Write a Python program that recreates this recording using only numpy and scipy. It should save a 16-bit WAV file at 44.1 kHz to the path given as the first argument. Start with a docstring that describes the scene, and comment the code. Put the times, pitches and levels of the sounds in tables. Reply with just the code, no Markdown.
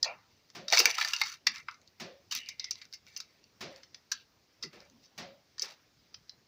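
"""Steel tongs turn roast chicken legs on baking paper in a wire basket, close to a phone in a small tiled
kitchen. The tongs tick on bone and wire (noise bursts through resonances) and twice clink together (decaying
sines). Paper scrapes (shaped, grainy noise) and snaps (short bright bursts, also used for a few light ticks);
low thumps sound (noise in resonances). Dull knocks come from further off in the house (reverberant noise, a low
mode); a faint hum of air lies under all."""
import sys
import numpy as np
from scipy import signal
from scipy.fft import rfft, irfft, next_fast_len
from scipy.io import wavfile
from scipy.ndimage import uniform_filter1d

SR = 44100
rng = np.random.default_rng(int(sys.argv[2]) if len(sys.argv) > 2 else 0)


def master(y):
    """Save y as 16-bit WAV."""
    cut = np.clip(np.atleast_2d(y).T, -1, 1)
    pcm = np.round(cut * 32767)  # scale
    wavfile.write(sys.argv[1], SR, pcm.astype(np.int16))


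N = 285356  # samples


def amp(db):
    """Decibel law: the amplitude ratio grows tenfold every 20 dB."""
    return 10 ** (np.asarray(db) / 20)


def unit(x):
    """Normalisation to a root mean square of 1."""
    return x / np.sqrt(np.mean(x ** 2) + 1e-20)


def along(points, hz):
    """Interpolation of (pitch_hz, value) points on a logarithmic frequency axis."""
    point_hz, value = np.transpose(points)
    return np.interp(np.log(hz + 1), np.log(point_hz + 1), value)


def filtered(x, response):
    """Linear filtering: the spectrum of x times a complex response of frequency."""
    size = next_fast_len(len(x) + 4096)
    spectrum = rfft(x, size) * response(np.fft.rfftfreq(size, 1 / SR))
    return irfft(spectrum, size)[:len(x)]


def add(track, start_s, x):
    """Superposition: mixes x into track at start_s."""
    part = track[round(start_s * SR):][:len(x)]
    part += x[:len(part)]


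def patchy(shape, bands):
    """Band-wise fluctuation: random levels smoothed over neighbouring bands and 14 frames."""
    return unit(uniform_filter1d(uniform_filter1d(rng.standard_normal(shape), bands, 0), 14, 1))


def resonance(f, centre_hz, width_hz):
    """Damped oscillator: its response is 1 at the centre and falls away on both sides."""
    return 1j * f * width_hz / (centre_hz ** 2 - f * f + 1j * f * width_hz)


def tail(t60s, rise_s):
    """Reverberation: a fresh noise answer of energy 1, each frequency dying at its own speed."""
    hz, t, z = signal.stft(rng.standard_normal(SR // 2), SR, nperseg=256)
    decay = amp(-60 * t / along(t60s, hz)[:, None])
    x = signal.istft(z * decay, SR, nperseg=256)[1][:SR // 2]
    x = x * (1 - np.exp(-np.arange(len(x)) / SR / rise_s))
    return x / np.linalg.norm(x)


# spectrum of the air noise: pitch_hz, relative level_db
AIR_SPECTRUM = [(25, -6.5), (100, 0.5), (300, -5), (900, -11.5), (3000, -17.5), (15000, -16)]


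def air():
    """Stationary broadband noise: room hum and hiss, gently patchy in time and frequency."""
    z = signal.stft(rng.standard_normal(N), nperseg=512)[2]
    noise = signal.istft(z * amp(1.3 * patchy(z.shape, 6)), nperseg=512)[1][:N]
    return amp(-54.0) * filtered(unit(noise), lambda hz: amp(along(AIR_SPECTRUM, hz)))


def lingering_mode():
    """Room mode: a low tone that swells, wavers in pitch and lingers."""
    pitch_hz, wander_hz = 550, 30  # mean, rms deviation
    t60_s, rise_s, ends_s = .6, .08, .21
    t = np.arange(SR // 2) / SR
    hz = pitch_hz + wander_hz * unit(uniform_filter1d(rng.standard_normal(len(t)), size=500))
    tone = np.sin(2 * np.pi * np.cumsum(hz) / SR)
    swell = 1 - np.exp(-(t / rise_s) ** 3)
    return tone * amp(-60 * t / t60_s) * swell / (1 + (t / ends_s) ** 10)


# reverberation of the house: pitch_hz, t60_s
HOUSE_T60 = [(150, 0.26), (700, 0.37), (4000, 0.35), (13000, 0.09)]
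# spectrum of a far blow: pitch_hz, relative level_db
KNOCK_SPECTRUM = [(60, -31), (190, -7.5), (285, -17.5), (380, -13), (480, -23.5), (660, -16), (760, -17),
                  (1500, -17.5), (5000, -23), (15000, -22)]
# far knocks: start_s, relative level_db, relative boom_db
FAR_KNOCKS = [(0.5489, -36.5, -12.5), (1.9984, -33.5, -14.5), (3.6069, -32.5, -15.5),
              (4.7277, -49.5, -10.5), (5.177, -33.5, -15), (5.6337, -38.5, -31.5)]


def knocks():
    """Diffuse sound: far blows heard through the house; the boom builds later than the clack."""
    out, split_hz = np.zeros(N), 750
    for start_s, level_db, boom_db in FAR_KNOCKS:
        clack = filtered(tail(HOUSE_T60, 0.0025),
                         lambda hz: amp(along(KNOCK_SPECTRUM, hz)) * (hz > split_hz))
        boom = filtered(tail(HOUSE_T60, 0.035),
                        lambda hz: amp(along(KNOCK_SPECTRUM, hz) + boom_db) * (hz <= split_hz))
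        blow = amp(level_db + 38.5) * (clack + amp(17.5) * boom)
        add(out, start_s, blow + amp(level_db + boom_db + 2.5) * lingering_mode())
    return out


def hollow(pitch_hz, width_hz, t60_s, rise_s):
    """Narrow-band noise: one resonance filters dying noise into a wavering low tone."""
    t = np.arange(SR // 2) / SR
    noise = rng.standard_normal(len(t))
    tone = unit(filtered(noise, lambda f: 1 / (1 + ((f - pitch_hz) / width_hz) ** 2)))
    return tone * amp(-60 * t / t60_s) * (1 - np.exp(-t / rise_s))


# resonances shared by the low thumps: pitch_hz, t60_s
THUMP_MODES = [(155, 0.14), (235, 0.29), (360, .13), (455, .14), (746, 0.044)]
# low thumps: start_s, relative level_db, favoured_hz
LOW_THUMPS = [(.724, -18.5, 718), (0.795, -35.5, 459), (0.852, -39, 450.4), (1.471, -58.5, 233),
              (2.351, -58, 197), (3.621, -50.5, 370), (4.636, -47.5, 342), (4.645, -46.5, 155),
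              (4.733, -54, 356), (4.909, -59.5, 235), (5.623, -49, 477)]


def thumps():
    """Modal excitation: each low thump sounds a few resonances, most those near its favoured pitch."""
    out = np.zeros(N)
    reach_db = 55.5  # a mode one octave from the favoured pitch is this much weaker
    width = .12  # of a resonance, as a share of its pitch
    for start_s, level_db, favoured_hz in LOW_THUMPS:
        for pitch_hz, t60_s in THUMP_MODES:
            mode_db = level_db - reach_db * np.log2(pitch_hz / favoured_hz) ** 2
            add(out, start_s, amp(mode_db) * hollow(pitch_hz, width * pitch_hz, t60_s, 0.0084))
    return out


# resonances of the basket's wires: pitch_hz
BASKET_WIRES = [1354, 1785, 2090, 2310, 2710, 3780, 4510, 6000]


def wires(boost_db, width_hz, scatter_db):
    """Sum of resonances: the basket's wires, excited by freshly drawn amounts at each call."""
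    gains = amp(boost_db + scatter_db * rng.standard_normal(len(BASKET_WIRES)))
    return lambda f: 1 + sum(g * resonance(f, hz, width_hz) for hz, g in zip(BASKET_WIRES, gains))


def hump(hz, centre_hz, width):
    """Band-pass law: a flat-topped hump on a log axis, scaled for its bandwidth."""
    return 1 / (1 + (np.log(hz / centre_hz) / width) ** 4) / np.sqrt(centre_hz * width)


def edge(hz, low_hz):
    """Power-law spectrum: falls above low_hz and is cut off steeply below it."""
    return (low_hz / hz) ** 2.2 / (1 + (low_hz / hz) ** 14) / np.sqrt(low_hz)


def grain_noises():
    """Stick-slip friction: clumped, crackling grains, and a smoother version for wire and drag."""
    clumps = unit(uniform_filter1d(rng.standard_normal(N), size=90))
    # small catches of very unlike size, about 110 a second
    slips = (rng.random(N) < 110 / SR) * amp(4 * rng.standard_normal(N) + 3)
    decay = amp(-60 * np.arange(SR // 20) / SR / 0.014)
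    crackle = signal.fftconvolve(slips, decay)[:N]
    grains = (amp(3 * clumps - 4) + crackle) * rng.standard_normal(N)
    smooth = amp(1.5 * clumps) * rng.standard_normal(N)  # wire and board even out the grains
    return unit(grains), unit(smooth)


# strokes over paper and wire: start_s (full pressure), length_s, relative hiss_db, wire_db and drag_db,
# wire_hz, spread (share of pitch), drag_hz (lowest of the drag)
PAPER_STROKES = [(0.063, 0.056, -63, -45, -32.5, 2470, 0.12, 556),
                 (0.15, 0.12, -94, -78, -56.5, 1920, 0.13, 840),
                 (0.306, 0.73, -68.5, -81.5, -66.5, 2304, 0.26, 575),
                 (0.731, 0.17, -24.5, -36, -28, 2300, 0.33, 625),
                 (0.906, 0.097, -41.5, -38.5, -50, 2260, 0.31, 720),
                 (0.986, 0.087, -37, -48, -37, 2370, 0.22, 693),
                 (1.091, .12, -37.5, -55, -41.5, 2390, 0.28, 950),
                 (1.253, 0.091, -40, -55, -44, 2260, 0.46, 1140),
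                 (1.547, 0.05, -46.5, -45.5, -46, 2170, 0.23, 950),
                 (1.684, 0.064, -68, -60, -61.5, 1260, 0.12, 1900),
                 (2.351, 0.02, -32.5, -40, -49, 2700, 0.25, 1020),
                 (2.397, 0.12, -60, -46.5, -51.5, 2890, 0.05, 1790),
                 (2.48, 0.061, -63, -50.5, -96, 2230, 0.074, 1120),
                 (2.606, 0.089, -83, -47.5, -52, 2050, 0.06, 2600),
                 (2.768, 0.078, -57.5, -64, -66.5, 2060, 0.053, 844),
                 (3.079, 0.39, -57, -62.5, -67, 2140, 0.15, 750),
                 (3.713, 0.1, -57.5, -60, -56.5, 2140, 0.45, 600),
                 (4.14, 0.079, -63, -58.5, -52, 1585, .03, 2690),
                 (4.738, 0.13, -60, -60, -51.5, 2030, 0.54, 450),
                 (5.037, 0.023, -61, -72, -58, 5640, .07, 3960),
                 (5.618, 0.032, -40, -49, -58.5, 2250, 0.4, 400),
                 (5.689, 0.038, -51.5, -67, -51.5, 2197, 0.46, 580)]


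def paper():
    """Friction noise: rubbing grains heard as a hiss, a singing wire and a low drag."""
    rise, sag, fall = 900, 57.5, 449.5  # dB/s: a stroke bites, eases throughout, lifts off (on top of sag)
    hz, t, (grains, even) = signal.stft(grain_noises(), SR, nperseg=512, noverlap=384)
    hz = hz[:, None] + 1
    rubbed = 0
    for start_s, length_s, hiss_db, wire_db, drag_db, wire_hz, spread, drag_hz in PAPER_STROKES:
        u = t - start_s
        push_db = rise * np.minimum(u, 0) - sag * np.maximum(u, 0) - fall * np.maximum(u - length_s, 0)
        hiss = amp(hiss_db - 4.5) * (hump(hz, 5200, 1.0) + amp(-52.5) * (hz > 7000))
        wire = amp(wire_db - 8.0) * hump(hz, wire_hz, abs(spread))
        drag = amp(drag_db) * edge(hz, drag_hz)
        rubbed = rubbed + amp(push_db) * (hiss * grains + (wire + drag) * even)
    patches = amp(2.5 * patchy(grains.shape, 2))  # the rubbing's level wavers slightly from band to band
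    rubbing = signal.istft(rubbed * patches, SR, nperseg=512, noverlap=384)[1][:N]
    return amp(34) * filtered(rubbing, wires(boost_db=1, width_hz=90, scatter_db=1.5))


# knots of a contact's spectrum: pitch_hz
COLOUR_KNOTS = [60, 560, 1000, 2300, 5200, 12000]


def colour(body_db, top_db, wire_hz):
    """Contact spectrum: a tilt set by where it lands, the touched wire standing out."""
    levels_db = [body_db - 59.0, body_db - 27, body_db + 3.5, body_db - 1.0, 0, top_db + 18.5]
    knots = list(zip(COLOUR_KNOTS, levels_db))
    ripple_db = 2.0 * rng.standard_normal(40)  # no two touches sound alike
    basket = wires(boost_db=-1, width_hz=140, scatter_db=4)

    def spectrum(hz):
        """Product of responses: tilt with ripple, touched wire, whole basket."""
        tilt = amp(along(knots, hz) + np.interp(hz / 400, np.arange(40), ripple_db))
        touched = 1 + amp(12) * resonance(hz, wire_hz, 110)
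        return tilt * touched * basket(hz)
    return spectrum


LEAD = 256  # samples kept ahead of a contact for what its filter spreads backwards
# reverberation of the kitchen: pitch_hz, t60_s
KITCHEN_T60 = [(300, 0.1), (1500, 0.2), (5000, 0.13), (12000, 0.027)]


def contact(level_db, t60_s, spectrum):
    """Impact excitation: a sharp crack and a short, uneven rattle; the kitchen answers."""
    delay_s = 0.0018  # the crack follows the rattle's start by this delay
    t = np.arange(SR // 10) / SR
    rattle = amp(-60 * t / max(t60_s, .002)) * (1 - np.exp(-(t / 0.0025) ** 2))
    crack = amp(-6.5 - 60 * np.maximum(t - delay_s, 0) / 0.0023) * (t > delay_s)
    shape = rattle + crack
    chatter = amp(2.9 * unit(uniform_filter1d(rng.standard_normal(len(t)), size=40)))
    noise = shape * chatter * rng.standard_normal(len(t))
    burst = filtered(np.pad(noise, (LEAD, 0)), spectrum)
    # the energy expected of this shape and spectrum replaces the chance energy of the noise
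    impulse = np.eye(1, len(t), LEAD)[0]
    typical = np.linalg.norm(shape) * np.linalg.norm(filtered(impulse, spectrum))
    tick = amp(level_db) * burst * typical / np.linalg.norm(burst)
    wet = amp(-10.5) * signal.fftconvolve(tick, tail(KITCHEN_T60, 0.00067))
    return np.pad(tick, (0, len(wet) - len(tick))) + wet


# single snaps of the paper, and a few light tong ticks played the same way: start_s, relative level_db
PAPER_SNAPS = [(0.5005, -37), (0.7006, -18), (0.9113, -26.5), (.976, -31), (.999, -20.5), (1.074, -19.5),
               (1.101, -41), (1.108, -37.5), (1.122, -28), (1.147, -25.5), (1.1627, -17.5), (1.184, -28),
               (1.197, -25), (1.207, -24), (1.261, -39.5), (1.2695, -23.5), (1.518, -29.5), (1.558, -26.5),
               (1.711, -34), (1.814, -42.5), (1.875, -40), (2.4595, -35), (2.715, -24), (2.7546, -32),
               (2.852, -37.5), (2.9258, -29.5), (3.0654, -37.5), (3.4396, -41), (3.7594, -34), (4.803, -38),
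               (4.8978, -38.5)]


def snaps():
    """Sudden buckling: creases give way in thin, bright, brief bursts; a few light tong ticks sound the same
    way."""
    out = np.zeros(N)
    for start_s, level_db in PAPER_SNAPS:
        crease = colour(-18.5, -31.5, rng.uniform(890, 2800))
        add(out, start_s - LEAD / SR, contact(level_db + 2.0, .007, crease))
    return out


# free modes of the steel tong arms: pitch_hz, relative level_db, t60_s
ARM_MODES = [(1856, -37, 0.066), (3360, -36.5, 0.072), (4130, -30.5, 0.049), (4440, -51, 0.24),
             (5954, -38, 0.037), (6670, -41.5, 0.13)]
# the arms meet in the air: start_s, relative level_db
ARM_CLINKS = [(0.0304, -11.5), (0.0449, -7.5)]


def clinks():
    """Free vibration: the tong arms meet and each mode rings as a decaying sine."""
    out, t = np.zeros(N), np.arange(SR // 4) / SR
    for start_s, level_db in ARM_CLINKS:
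        for pitch_hz, mode_db, t60_s in ARM_MODES:
            strength_db = level_db + mode_db + rng.normal(0, 1.5)
            add(out, start_s, amp(strength_db - 60 * t / t60_s) * np.sin(2 * np.pi * pitch_hz * t))
    return out


# contacts of the tongs: start_s, relative level_db, body_db and top_db (of the spectrum),
# t60_s (rattle), wire_hz (touched wire)
TONG_TICKS = [(0.028, 3.5, -39, -42, 0.014, 1830), (0.045, -16, -17.5, -31.5, 0.026, 2636),
              (0.6806, -16.5, -15, -35, 0.034, 3750), (0.7234, -5, -9.5, -25, 0.029, 2270),
              (0.7302, -7.5, -8.5, -33, 0.048, 1914), (0.7711, 1.5, -15, -34, 0.019, 2270),
              (0.7791, -1, -12.5, -35, 0.024, 2558), (0.788, 2, -41, -24.5, 0.037, 2440),
              (0.7978, -7.5, -5, -15.5, 0.032, 2800), (0.8545, 3.5, -5, -17.5, 0.014, 2324),
              (0.9809, -13.5, -1, -25, 0.028, 1250), (1.01, -19, 3.5, -19.5, 0.033, 2380),
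              (1.0234, -10.5, -10.5, -25, .015, 2400), (1.046, -9.5, -9, -24, .021, 1785),
              (1.0834, -12, -15, -26.5, 0.023, 2430), (1.1331, -7.5, -5.5, -20.5, .02, 2810),
              (1.2132, -9, 1, -23, 0.022, 2160), (1.233, -18, -30, -44, 0.043, 1990),
              (1.467, -1.5, -10, -31, 0.028, 1986), (1.6838, -35, 16.5, -46, 0.024, 1270),
              (1.741, -36.5, -18, -49, 0.0241, 2006), (2.31, -25.5, -10, -22.5, 0.077, 3000),
              (2.319, -20.5, -11.5, -22, 0.072, 2520), (2.349, -12, -17, -12.5, 0.015, 2420),
              (2.4866, -16.5, -21.5, -28, 0.028, 1970), (2.595, -17, -20.5, -40, 0.027, 4300),
              (2.641, -15.5, -21.5, -44, 0.028, 2140), (2.708, -5.5, -31, -31.5, 0.02, 2010),
              (2.814, -32, -9, -44, 0.041, 2010), (2.9344, -26.5, -20.5, -29, 0.05, 2180),
              (3.1623, -18.5, -20, -44, 0.037, 2710), (3.174, -17, -25, -18, 0.012, 2300),
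              (3.201, -18.5, -17.5, -27, .026, 1570), (3.831, -33.5, -12.5, -43, 0.034, 1670),
              (3.944, -23.5, -16.5, -51.5, 0.023, 2220), (4.1156, -9, -19.5, -29.5, 0.038, 1620),
              (4.6245, -24.5, -21.5, -45.5, 0.092, 1190), (4.6321, -30, -6.5, -28.5, 0.07, 1960),
              (5.5806, -23.5, -11.5, -45, 0.02, 1720), (5.5943, -3, -28.5, -44, 0.008, 3140),
              (5.6192, -13.5, -32, -23.5, 0.031, 2480), (6.142, -23.5, -14, -76, .022, 3160),
              (6.2932, -21.5, -17.5, -61, 0.015, 4120)]


def tongs():
    """Impact and free vibration: the tips strike bone and basket; twice the arms meet and ring."""
    out = clinks()
    for start_s, level_db, body_db, top_db, t60_s, wire_hz in TONG_TICKS:
        add(out, start_s - LEAD / SR, contact(level_db - 9, t60_s, colour(body_db, top_db, wire_hz)))
    return out


def scene():
    """Superposition of all sources, from background to tongs, in one channel."""
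    return (air() + knocks() + thumps() + paper() + snaps() + tongs())[None]


def suppress(x, margin_db, depth_db):
    """Spectral subtraction: bands sinking towards their own quiet level are turned down; tails end early."""
    z = signal.stft(x, nperseg=512, noverlap=384)[2]
    power = np.abs(uniform_filter1d(uniform_filter1d(np.abs(z) ** 2, 3, 0), 9, 1)) + 1e-20
    quieter_half = np.sort(power, axis=1)[:, :power.shape[1] // 2]
    quiet = np.median(quieter_half, axis=1, keepdims=True)
    gain = np.sqrt(np.clip(1 - amp(2 * margin_db) * quiet / power, amp(-2 * depth_db), 1))
    return signal.istft(z * gain, nperseg=512, noverlap=384)[1][:N]


# response of the phone's microphone, its port peaking near 5 and 15 kHz: pitch_hz, level_db
MIC_RESPONSE = [(30, -8.5), (70, 3.5), (1500, 4.5), (2300, 8), (3200, 6), (5000, 11.5), (6000, 7.5),
                (7000, -1), (8300, -11), (13400, -14), (15000, 2), (15600, -13.5), (16400, -29)]


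def record(dry):
    """Transducer chain: port resonances, noise suppression, soft limiting and a band limit."""
    ceiling, top_hz = .7, 16700  # amplitude at which peaks round off; band limit
    heard = filtered(dry[0], lambda hz: amp(along(MIC_RESPONSE, hz)))
    heard = suppress(heard, margin_db=-1.5, depth_db=3.0)
    heard = heard / (1 + (heard / ceiling) ** 4) ** .25
    return filtered(heard, lambda hz: hz < top_hz)[None]


dry = scene()
out = record(dry)
master(out)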